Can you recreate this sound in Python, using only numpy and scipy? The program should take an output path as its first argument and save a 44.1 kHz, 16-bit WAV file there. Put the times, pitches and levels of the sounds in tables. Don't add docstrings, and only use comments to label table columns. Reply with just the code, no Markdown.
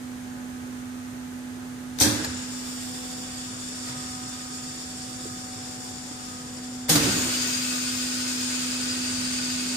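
import sys
import numpy as np
from scipy import signal
from scipy.fft import rfft, irfft, next_fast_len
from scipy.io import wavfile
from scipy.ndimage import uniform_filter1d, minimum_filter1d

SR = 44100
rng = np.random.default_rng(int(sys.argv[2]) if len(sys.argv) > 2 else 0)


def decibels_to_gain(level_db):
    exponent = np.asarray(level_db, float) / 20
    return 10 ** exponent


def pcm_store(signal):
    levels = np.round(np.clip(np.atleast_2d(signal), -1, 1) * 32767)
    wavfile.write(sys.argv[1], SR, levels.astype(np.int16).T)


N = 430416
SECOND_VALVE_S = 6.88

# [t/s, left level/dB, right level/dB, left lead/rad]
HUM_WALK = [(0.0, -40.5, -36, 0.4), (0.7, -39, -34.5, .4), (1.9, -40, -36, .38), (2.5, -39.5, -35, 0.14),
            (2.8, -39.5, -36, 0.64), (3.2, -40, -40, 0.44), (4.0, -40, -39, .22), (4.5, -43, -40, .3),
            (5.3, -41, -41.5, 0.067), (5.6, -41.5, -44, 0.15), (6.35, -42, -44, -.28),
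            (6.7, -37.5, -37, -0.0048), (7.25, -36, -33.5, -0.15), (8.0, -35.5, -32.5, -.06),
            (9.76, -34.5, -32, -.08)]
# [middle t/s, length/s, left level/dB, right level/dB, left lead/rad]
CRESTS_SECOND = [(3.1, 0.5, -59, -50.5, 0.0051), (4.4, 0.7, -65, -61, .2), (5.2, 0.35, -67, -65, -.9),
                 (5.75, 0.39, -59, -58, -1.1), (6.5, 0.71, -60, -54.5, 1), (8.8, 0.56, -63, -58, .8)]
CRESTS_THIRD = [(0.9, 3.7, -59, -57.5, -2), (2.3, 1, -64, -62, 2), (3.2, 0.94, -54, -49, 1.5),
                (3.95, 0.6, -53, -76, 0.5), (4.5, 1.6, -55, -50.5, -1.5), (5.15, 0.93, -58, -54, 1.7),
                (5.75, 1.4, -55, -49.5, 1.7), (6.35, 1, -55, -55, 1.4), (6.8, 0.87, -59, -52.5, 0.8),
                (8.7, 4.2, -59, -63, 2.1)]
CRESTS_FOURTH = [(0.9, 3, -64, -64, 2.7), (4.15, .8, -63, -68, .3), (6.1, 1.5, -78, -60, .4)]
CRESTS_FIFTH = [(0.6, 1.6, -61, -55.5, -3), (1.7, 0.92, -72, -60, -9), (2.6, 0.56, -68, -54, -4),
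                (3.5, 0.31, -53, -50, -2), (4.2, 1.16, -59, -50, 4), (4.65, 0.44, -57, -69, -1.5),
                (5.3, 0.53, -56, -49.5, -2.5), (5.8, .6, -57, -58, 4), (6.3, 0.48, -56, -48.5, 3.5),
                (7.4, 1.5, -62, -61, -2), (8.1, 0.69, -55, -60, -8), (9.1, 1, -68, -70, 2)]
# [t/s, level/dB]
FAN_WALK = [(0, -59), (3.0, -56), (3.3, -65), (5.4, -66), (5.8, -56), (6.3, -60.5), (9.76, -58)]
# [f/Hz, level/dB per Hz]
HALL_COLOUR = [(20, -29), (45, -9), (60, -8), (100, 1.5), (170, -2), (500, -11), (650, -13), (900, -17.5),
               (1600, -14.5), (2500, -20.5), (5500, -24.5), (6500, -22.5), (7600, -22.5), (15500, -32.5)]
# [peak t/s, rumble level/dB, murmur level/dB, t60/s]
BOOMS = [
    (2.13, -46, -48.5, 2.1),
    (3.12, -66, -56, 1.9),
    (3.55, -62, -54, 1.5),
    (7.09, -38, -39, 1.9),
    (9.15, -45, -71, 3.6),
]
# [f/Hz, likeness -1..1]
LIKENESS = [(60, 1), (180, 0.85), (550, 0.38), (1650, -0.11), (4970, 0.066), (15000, -0.084)]
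# [f/Hz, left minus right level/dB]
PORT_BALANCE = [(60, 5), (99, -5), (160, -1), (270, -8), (450, -1.5), (740, -2), (1220, -6), (1850, -6.5),
                (2300, 1), (3200, -1.5), (4100, -0.5), (5000, 3), (5800, 7), (6600, 9), (7000, 6),
                (7450, 1.5), (8400, -8), (9600, -4), (12000, 0), (15000, 2)]
# [middle t/s, length/s, f/Hz, width/Hz, level/dB]
STRANDS = [(0.46, .7, 1550, 350, -57), (4.3, .5, 5600, 500, -51), (4.2, .7, 8200, 500, -52),
           (7.4, .3, 6100, 110, -47), (7.45, 0.32, 5600, 130, -46), (8.25, .9, 5000, 80, -42.5),
           (8.35, 0.66, 4950, 340, -47), (10, 0.55, 4720, 70, -47), (8.75, 0.36, 4930, 70, -41),
           (9.4, 1, 4760, 190, -42.5), (9.45, 0.85, 4550, 100, -41), (9.5, .4, 3700, 82, -49),
           (9.3, .6, 5220, 100, -46), (15, .6, 5170, 100, -47), (7.25, .4, 6860, 140, -40),
           (8.6, 0.53, 6850, 140, -44), (7.5, .3, 6670, 100, -39), (7.6, 0.3, 7300, 70, -47),
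           (9.3, .7, 7600, 64, -50), (9.05, .35, 4700, 60, -48), (9.5, .45, 6480, 70, -46),
           (7.05, 0.48, 3500, 230, -50), (7.05, 0.2, 4000, 150, -49)]
# [t/s, hiss level/dB, view into the cabinet 0..1, pan/dB]
EXHAUST_A = [(2.2, -39.5, 0.2, 4), (2.4, -41.5, 0.45, 2.5), (2.9, -41.5, 1, 0), (3.63, -42, 0.3, 2),
             (3.87, -40.5, 0.3, 0.5), (4.3, -42, 0.35, 1.5), (5.1, -42, .4, 0.7), (6.25, -44, 0.4, 2.5),
             (6.86, -47, 0.1, 2.8)]
# [f/Hz, level/dB per Hz]
COLOUR_A = [(530, -23.5), (900, -22.5), (1210, -19), (2100, -21), (3150, -14), (3540, -9), (4050, -9),
            (4600, -6), (5440, 1), (6270, -9), (7060, 2.5), (9180, -4), (10300, -12), (14400, -7.5),
            (15500, -13.5)]
COLOUR_B = [(350, -58), (600, -21.5), (1030, -9.5), (1470, -2.5), (1760, -5.5), (2610, -3), (3870, -2.5),
            (4750, -2), (5980, -5.5), (6670, -1), (8870, -2.5), (9600, -8.5), (10200, -17.5), (12600, -24),
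            (13300, -10.5), (14200, -13.5), (15500, -28)]
# [f/Hz, width/Hz, level against the hiss/dB]
PIPES_A = [(3520, 280, -15.5), (4660, 250, -11), (5350, 500, -15), (6900, 130, -12), (9220, 220, -18)]
PIPES_B = [(1475, 51, -20), (2580, 230, -14.5), (4580, 140, -13), (4745, 160, -11.5), (5210, 105, -17),
           (5250, 130, -18), (6550, 120, -27), (6880, 220, -29), (6900, 140, -20), (7500, 100, -38)]
ECHO_S = [.0031, .0067, .0113, .0171, .0243]
# [t/s, f/Hz, peak level/dB, t60/s]
KNOCKS = [(1.9865, 3630, -21, .015), (2.006, 95, -27, 0.2), (2.004, 297.3, -24.5, 0.55),
          (2.008, 757, -29.5, .15), (2.024, 546, -31.5, 0.3), (2.055, 444, -31, .2),
          (2.055, 109.6, -28, 0.55), (2.105, 553, -34.5, 0.37), (2.15, 467, -36, 0.18),
          (2.07, 686, -37, .15), (2.19, 312, -28.5, 0.26), (2.2, 199, -39, 0.21), (2.215, 460, -33, .12),
          (2.266, 534, -35, 0.097), (2.0185, 3600, -19, .015), (2.0185, 4720, -13, .015),
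          (2.0443, 298, -23.5, 0.38), (2.064, 215, -20, 0.1), (2.148, 290, -21, 0.072),
          (2.2455, 4150, -17, 0.018), (2.2455, 5040, -24.5, 0.023), (2.251, 1780, -29, 0.03),
          (2.2465, 12400, -33, 0.036), (2.25, 880, -35, 0.095), (2.262, 84, -36, 0.51),
          (3.89, 131, -31, 0.22), (3.96, 145.8, -37, .3), (5.222, 134, -34, .15), (5.254, 350, -27, 0.059),
          (5.254, 410, -29, 0.061), (5.315, 119, -31, .08), (6.108, 293, -32.5, 0.091),
          (6.899, 163.2, -18.5, 0.31), (6.9, 5250, -25, .08), (6.901, 6560, -20, 0.069),
          (6.95, 289.3, -17.5, 0.3), (6.955, 667, -29, 0.092), (6.957, 3900, -18, .05),
          (7.14, 169, -25, .2), (6.957, 4690, -14, 0.044), (6.894, 473, -34, .4), (7.03, 560, -30.5, 0.17),
          (7.065, 369, -23.5, 0.14), (7.008, 294, -21, 0.2), (7.1, 260, -27, 0.17), (7.12, 118.3, -35, .2),
          (7.17, 443, -31, 0.13), (7.265, 330, -29, 0.14), (6.961, 149, -15.5, 0.12),
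          (7.041, 125, -21, 0.17), (7.07, 187.5, -23, 0.28), (7.165, 292.4, -24.5, 0.27),
          (2.148, 234, -25, 0.088), (2.115, 215, -25, 0.1), (2.312, 253, -31, 0.17),
           (1.9865, 4320, -29, .012), (2.246, 3900, -26, .014), (6.985, 110, -24.5, .1),
           (7.115, 125, -26, .12), (2.13, 110, -29, .15), (2.011, 4300, -16, .012),
           (2.0185, 4200, -13, .012), (2.0185, 5230, -16, .012), (2.246, 4700, -22, .015),
           (2.246, 870, -38, .05), (6.893, 752, -28, .12), (6.905, 3640, -26, .04), (6.912, 3220, -26, .04),
           (7.04, 279, -20.5, .2), (7.096, 205, -21, 0.15), (7.14, 240, -27, .08), (7.165, 238, -26, .1),
           (7.19, 290, -28, 0.09), (7.22, 242, -28, 0.18), (7.285, 520, -38, .1), (7.375, 478, -38, .06)]
# [t/s, f/Hz, peak level/dB, t60/s]
DOOR_THUDS = [(5.15, 107, -35, .15), (5.555, 105, -35, .18), (5.62, 115, -37, .15), (5.705, 120, -35, 0.11),
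              (5.775, 110, -35, .15), (5.801, 257, -41, .2)]
# [t/s, hiss level/dB, level under 3 kHz/dB, rise/s, decay stretch]
BLASTS = [(1.987, -25, -12, 0.0005, 0.018), (1.987, -33, 1, .002, 0.1), (1.999, -22, -22, .001, .2),
          (2.0, -11, -13, 0.022, 0.24), (2.007, -20.5, -2.5, 0.0027, 0.67),
          (2.2452, -29.5, 8.5, 0.0006, 0.027), (3.83, -35.5, 2.5, 0.067, 0.51),
          (4.73, -43, 0, 0.0092, 0.23), (6.882, -28, 2, 0.0047, 0.075), (6.89, -15, -5.5, 0.0039, 0.54),
          (6.953, -18, 2, 0.0022, 0.12)]
# [f/Hz, level/dB per Hz]
BLAST_COLOUR = [(240, -20), (400, -0.5), (545, -5), (1200, -7.5), (1710, -4), (2880, -9.5), (3640, -5.5),
                (5960, -5.5), (14800, -9), (15400, -10), (16100, -45)]
# [f/Hz, t60/s]
BLAST_T60 = [(400, 0.95), (1500, 2.35), (4000, 1.43), (8000, 1.13), (15000, 0.6)]
# [t/s, f/Hz, level/dB, t60/s, pan/dB]
RINGS = [(1.999, 5980, -24.5, 0.34, 14), (2.006, 1600, -34, 0.48, -6), (2.17, 1580, -40, 1.1, -6),
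         (2.01, 8300, -27, .3, -10), (2.012, 4750, -36, 0.65, -5), (2.014, 3560, -35, .2, -1),
         (6.893, 5200, -22, 0.16, 3), (6.898, 6750, -26, .25, 3), (6.902, 3400, -29, .2, 3),
         (6.915, 8800, -25, .15, -5)]
# [t/s, level/dB, t60/s]
THUMPS = [
    (2.007, -25.5, 0.72),
    (2.245, -46, 0.048),
    (3.83, -68.5, 1.5),
    (4.73, -60, .3),
    (6.89, -30, 0.54),
    (6.955, -28.5, 0.35),
]
# [f/Hz, first valve level/dB, second valve level/dB, t60/s]
PANELS = [(61, -23, -12, 0.52), (95, -15, -12, 0.41), (125, -7.5, -9, 0.11), (163.4, -14, 0, 0.17),
          (215, -5, -1, 0.17), (303, -12, 0, 0.51), (347, -10.5, -23, 0.32), (454.5, -14, -9, 0.35),
          (520, -19, -12, 0.27), (656, -27, -18, 0.11), (769, -19, -14, 0.071), (877, -21, -26, 0.14),
          (1620, -18, -30, .025)]
# [t/s, length/s, f/Hz, glide/Hz, level/dB]
WHISTLES = [(7.054, 0.029, 4740, 4.5, -34), (7.13, .1, 4660, 0, -39), (7.16, .05, 6900, -1, -31),
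            (7.34, 0.091, 4760, 4, -32), (7.403, 0.051, 4680, 0, -33), (7.4, 0.055, 5050, 0, -36),
            (7.52, .085, 4760, 10, -35.5), (7.525, 0.087, 6550, -100, -37), (7.63, .12, 7180, 6, -40),
            (8.319, .04, 4940, 0, -37), (8.869, 0.086, 4920, -20, -29.5), (9.005, 0.055, 4750, 0, -35),
            (9.07, 0.032, 4700, -1, -35), (9.097, 0.04, 4690, 0, -40), (9.475, .05, 4750, 0, -37)]
# [f/Hz, level against the mean of 4-9 kHz/dB]
MASKED = [(2000, -38), (2200, -7.5), (2700, -11.5), (3250, -6), (3500, -21), (3850, -6), (4300, -7.5),
          (4500, -40), (9500, -38), (10000, -13), (14500, -18), (15100, -10.5), (15400, -6), (15500, 8)]
# [depth/dB], [bar over own level/dB]
THINNING = ([6, 12, 17, 22], [-12, 0, 4.5, 6])


def rms_one(x):
    return x / np.sqrt(np.mean(x ** 2) + 1e-20)


def in_time(rows):
    s, *columns = np.transpose(rows)
    return [np.interp(np.arange(N) / SR, s, column) for column in columns]


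def at_hz(points, hz):
    table_hz, value = np.array(points).T
    return np.interp(np.log(hz + 1), np.log(table_hz), value)


def panned(x, pan_db):
    return x * decibels_to_gain(np.array([pan_db / 2, -pan_db / 2]).reshape(2, -1))


def drift(rate):
    r = np.exp(-80 * np.pi * rate / SR)
    white = rng.standard_normal(N // 40 + 2002)
    slow = signal.lfilter([1], [1, -2 * r, r * r], white)[2000:]
    return np.interp(np.arange(N) / 40, np.arange(len(slow)), rms_one(slow))


def noise_parts(spectrum, edges, size):
    long = next_fast_len(size)
    hz = np.fft.rfftfreq(long, 1 / SR)
    alike = np.clip(at_hz(LIKENESS, hz), -1, 1)
    mid, side = rfft(rng.standard_normal((2, long))) * decibels_to_gain(at_hz(spectrum, hz))
    pair = np.sqrt(1 + alike) * mid + np.sqrt(1 - alike) * side * np.array([[1], [-1]])
    pair = panned(pair, at_hz(PORT_BALANCE, hz))
    above = [1 / (1 + (edge / (hz + 1)) ** 8) for edge in edges]
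    masks = -np.diff([np.ones(len(hz))] + above + [np.zeros(len(hz))], axis=0)
    return [irfft(pair * mask, long)[:, :size] for mask in masks]


def resonate(x, hz, width_hz):
    r = np.exp(-np.pi * width_hz / SR)
    poles = [1, -2 * r * np.cos(2 * np.pi * hz / SR), r * r]
    return signal.lfilter([(1 - r * r) / 2, 0, (r * r - 1) / 2], poles, x)


def sing(white, hz, width_hz):
    return rms_one(resonate(resonate(white, hz, width_hz), hz, width_hz))


def add_at(out, s, sound):
    start = round(s * SR)
    out[:, start:start + sound.shape[1]] += sound


def swell_at(s, length):
    span = slice(max(round((s - length / 2) * SR), 0), min(round((s + length / 2) * SR), N))
    return span, np.cos(np.pi * (np.arange(span.start, span.stop) / SR - s) / length)


FLUTTER_DB = 1.8


def crests(rows):
    out = decibels_to_gain(-71 + 0.97 * np.array([drift(1.7), drift(1.0)])) + 0j
    for s, length, left_db, right_db, lead in rows:
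        span, swell = swell_at(s, length)
        out[:, span] += swell * np.array([[decibels_to_gain(left_db) * np.exp(1j * lead)], [decibels_to_gain(right_db)]])
    return out * decibels_to_gain(FLUTTER_DB * drift(2.3))


def pump():
    pump_hz, fan_hz = 250.36, 853
    t = np.arange(N) / SR
    fan_db, = in_time(FAN_WALK)
    fan_turn = 2 * np.pi * fan_hz * t + np.array([[0], [.8]])
    fan = decibels_to_gain(fan_db + FLUTTER_DB * drift(6.4)) * np.sin(fan_turn)
    left_db, right_db, lead = in_time(HUM_WALK)
    first = np.array([decibels_to_gain(left_db) * np.exp(1j * lead), decibels_to_gain(right_db)])
    overtones = [CRESTS_SECOND, CRESTS_THIRD, CRESTS_FOURTH, CRESTS_FIFTH]
    heights = [first] + [crests(rows) for rows in overtones]
    turn = 2 * np.pi * np.cumsum(pump_hz + 0.247 * drift(0.482)) / SR
    hum = sum(np.imag(height * np.exp(1j * k * turn)) for k, height in enumerate(heights, 1))
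    return fan + np.sqrt(2) * hum


def hall():
    rumble_db, rumble_loss_db_per_s, murmur_db = -48.5, 0.05, -54
    wash_murmur_db, boom_rise_db_per_s = -53, 131
    t = np.arange(N) / SR
    rumble_power = decibels_to_gain(2 * (rumble_db - rumble_loss_db_per_s * t))
    murmur_power = decibels_to_gain(2 * murmur_db) + decibels_to_gain(2 * wash_murmur_db) * (t > SECOND_VALVE_S)
    for s, boom_rumble_db, boom_murmur_db, t60 in BOOMS:
        shape_db = np.minimum(boom_rise_db_per_s * (t - s), -60 * (t - s) / t60)
        rumble_power = rumble_power + decibels_to_gain(2 * (boom_rumble_db + shape_db))
        murmur_power = murmur_power + decibels_to_gain(2 * (boom_murmur_db + shape_db))
    low, mid, top = map(rms_one, noise_parts(HALL_COLOUR, [250, 1300], size=N))
    rumble = panned(low * np.sqrt(rumble_power) * decibels_to_gain(1.0 + 0.53 * drift(3.7)), 0.5)
    murmur = mid * np.sqrt(murmur_power) * decibels_to_gain(4.5 + 0.47 * drift(7.0))
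    return rumble + murmur + top * decibels_to_gain(-47)


def strands():
    out = np.zeros((2, N))
    for s, length, hz, width_hz, db in STRANDS:
        span = slice(round((s - length / 2) * SR), min(round((s + length / 2) * SR), N))
        swell = np.cos(np.pi * (np.arange(span.start, span.stop) / SR - s) / length)
        white = rng.standard_normal((2, SR + SR // 2))[:, :len(swell)]
        if len(swell):
            sung = panned(sing(white, hz, width_hz), at_hz(PORT_BALANCE, hz))
            out[:, span] += decibels_to_gain(db) * np.sqrt(abs(swell)) * sung
    return out


def exhaust(flow, colour, pipes, low_db, top_db, top_gain_db, surge_low_db, surge_s,
            start_s, stop_s, flutter_db, top_hz):
    hiss_db, bright, pan_db = flow
    t = np.arange(N) / SR
    low_db = low_db + surge_low_db * np.exp(-np.maximum(t - start_s, 0) / surge_s)
    top_db = top_db + top_gain_db * bright
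    low, body, top = map(rms_one, noise_parts(colour, [3000, top_hz], size=N))
    jet = body + low * decibels_to_gain(low_db + flutter_db * drift(3.2))
    jet += top * decibels_to_gain(top_db + flutter_db * drift(10.0))
    span = slice(round(start_s * SR), min(round(stop_s * SR), N))
    white = rng.standard_normal((2, N))[:, span].copy()
    for hz, width_hz, db in pipes:
        sung = panned(sing(white, hz, width_hz), at_hz(PORT_BALANCE, hz))
        wander = np.array([drift(2.8)[span], drift(4.1)[span]])
        jet[:, span] += sung * decibels_to_gain(db + 1.5 * wander)
    gate = np.clip((t - start_s) / 0.11, 0, 1) * np.clip((stop_s - t) / 0.041, 0, 1)
    return panned(jet * gate * decibels_to_gain(hiss_db + 2.0 + flutter_db * drift(29.0)), pan_db - 2.0)


def reflections(x):
    echo_db, sway_s = -8, .00006
    n, out = np.arange(N), x.copy()
    for port in range(2):
        for lag_s in ECHO_S:
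            lag = (lag_s * rng.uniform(.9, 1.1) + sway_s * drift(.6)) * SR
            out[port] += decibels_to_gain(echo_db) * np.interp(n - lag, n, x[port])
    return out / np.sqrt(1 + len(ECHO_S) * decibels_to_gain(2 * echo_db) * 0.86)


def knocks():
    port_lag_s, lag_up_to_hz = .00024, 550
    out = np.zeros((2, N + SR))
    for s, hz, db, t60 in KNOCKS + DOOR_THUDS:
        t = np.arange(min(round(t60 * SR), SR)) / SR
        lead = min(hz, lag_up_to_hz) * np.array([[0], [port_lag_s]])
        swing = panned(np.sin(2 * np.pi * (hz * t + lead)), at_hz(PORT_BALANCE, hz))
        attack = np.clip(t * min(hz, 900) / 2.0, 0, 1)
        add_at(out, s, decibels_to_gain(db - 60 * t / t60) * swing * attack)
    return out[:, :N]


def valves():
    out, t = np.zeros((2, N + SR)), np.arange(SR) / SR
    edges, centres = np.geomspace(600, 12000, 7), np.geomspace(470, 15000, 8)
    for s, hiss_db, low_db, rise, stretch in BLASTS:
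        attack = np.clip(t / max(rise, 1e-4), 0, 1)
        parts = noise_parts(BLAST_COLOUR, edges, size=SR)
        hiss = np.zeros((2, SR))
        for part, hz in zip(parts, centres):
            t60 = stretch * at_hz(BLAST_T60, hz)
            hiss += part * decibels_to_gain(low_db * (hz < 3000) - 60 * t / t60)
        hiss *= attack * decibels_to_gain(hiss_db) / np.std(sum(parts))
        is_tick = stretch < .12
        add_at(out, s, panned(hiss, 3.5 if is_tick else -0.5))
    return out[:, :N]


def rings():
    out, t = np.zeros((2, N + SR)), np.arange(SR // 2) / SR
    for s, hz, db, t60, pan_db in RINGS:
        sung = sing(rng.standard_normal((2, len(t))), hz, width_hz=260)
        attack = np.clip(t / 0.0034, 0, 1)
        fade = np.clip((t[-1] - t) / 0.074, 0, 1)
        add_at(out, s, panned(sung * attack * decibels_to_gain(db - 60 * t / t60) * fade, pan_db))
    return out[:, :N]


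def panels():
    out, t = np.zeros((2, N + SR)), np.arange(SR) / SR
    for s, thump_db, shake_t60 in THUMPS:
        shape = np.clip(t / 0.0021, 0, 1) * decibels_to_gain(-60 * t / shake_t60)
        mid, side = rng.standard_normal((2, SR)) * shape
        shake = panned(mid + 0.3 * side * np.array([[1], [-1]]), -2.5)
        for hz, first_db, second_db, t60 in PANELS:
            width_hz = np.log(1000) / np.pi / t60
            level_db = thump_db + (first_db if s < SECOND_VALVE_S else second_db)
            gain = decibels_to_gain(level_db) * np.sqrt(SR / np.pi / width_hz)
            add_at(out, s, resonate(shake, hz, width_hz) * gain)
    return out[:, :N]


def second_flow():
    t = np.arange(N) / SR
    since = np.maximum(t - 7.0, 0)
    hiss_db = -33.5 + 5 * np.exp(-since / 0.42) - 0.28 * since
    pressure = np.clip(1 - since / 1.9 / 1.1, 0, 1)
    swing = np.exp(-((t - 7.8) / 0.6) ** 2)
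    return hiss_db, pressure, 2.5 + swing


def whistles():
    out = np.zeros((2, N))
    for s, length, hz, glide_hz, db in WHISTLES:
        t = np.arange(round(length * SR)) / SR
        turn = 2 * np.pi * (hz * t + glide_hz * t ** 2 / length / 2) + rng.uniform(0, 1, (2, 1))
        turn += np.cumsum(rng.normal(0, 0.022, (2, len(t))), axis=1)
        tone = panned(np.sin(turn), at_hz(PORT_BALANCE, hz))
        add_at(out, s, decibels_to_gain(db) * np.sin(np.pi * t / length) * tone)
    return out


def scene():
    first = exhaust(in_time(EXHAUST_A), COLOUR_A, PIPES_A, low_db=-12.5, top_db=-22, top_gain_db=12.5,
                    surge_low_db=7, surge_s=2.2, start_s=1.95, stop_s=6.95, flutter_db=1.0, top_hz=9760)
    second = exhaust(second_flow(), COLOUR_B, PIPES_B, low_db=-8.5, top_db=-20, top_gain_db=8,
                     surge_low_db=5, surge_s=0.25, start_s=6.93, stop_s=10.5, flutter_db=0.5, top_hz=12840)
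    background = pump() + hall() + strands()
    air = reflections(first + second) + valves() + rings() + whistles()
    return background + air + knocks() + panels()


def masking(x):
    gap_from_s, gap_until_s = 2.0, 2.16
    gap_hz, gap_glide_hz_per_s, gap_width_hz = 2800, 2000, 114
    window = np.sin(np.pi * (np.arange(2048) + .5) / 2048)
    lead = np.zeros((2, 1024 - 852))
    hz, s, lines = signal.stft(np.hstack([lead, x]), SR, window, nperseg=2048, noverlap=1024)
    since = s - lead.shape[1] / SR - gap_from_s
    off = (hz[:, None] - gap_hz - gap_glide_hz_per_s * since) / gap_width_hz
    lines *= 1 - np.exp(-off ** 4) * (since > 0) * (since < gap_until_s - gap_from_s)
    power = abs(lines) ** 2
    level = np.mean(power[:, (hz > 4000) & (hz < 9000)], axis=(0, 1)) + 1e-20
    local = uniform_filter1d(uniform_filter1d(power, 25, axis=1), 3, axis=2) + 1e-20
    depth_db = 10 * np.log10(level / local)
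    bar = decibels_to_gain(2 * np.interp(depth_db, *THINNING)) * (hz > 9800)[:, None]
    calm = minimum_filter1d(level, size=3)
    kept = (1 + bar) * np.exp(-bar)
    patch = uniform_filter1d(uniform_filter1d(power, 4, axis=1), 2, axis=2)
    patch[:] = patch.mean(axis=0)
    patch[:, hz > 9000] = power[:, hz > 9000]
    audible = patch > calm * decibels_to_gain(2 * at_hz(MASKED, hz))[:, None]
    lines *= (power > bar * local) / np.sqrt(kept) * audible
    out = signal.istft(lines, SR, window, nperseg=2048, noverlap=1024)[1]
    return out[:, lead.shape[1]:][:, :N]


def roll_off(x):
    return signal.sosfilt(signal.butter(12, 16150, fs=SR, output="sos"), x)


def record(dry):
    mix = masking(dry)
    return roll_off(mix)


dry = scene()
out = record(dry)
pcm_store(out)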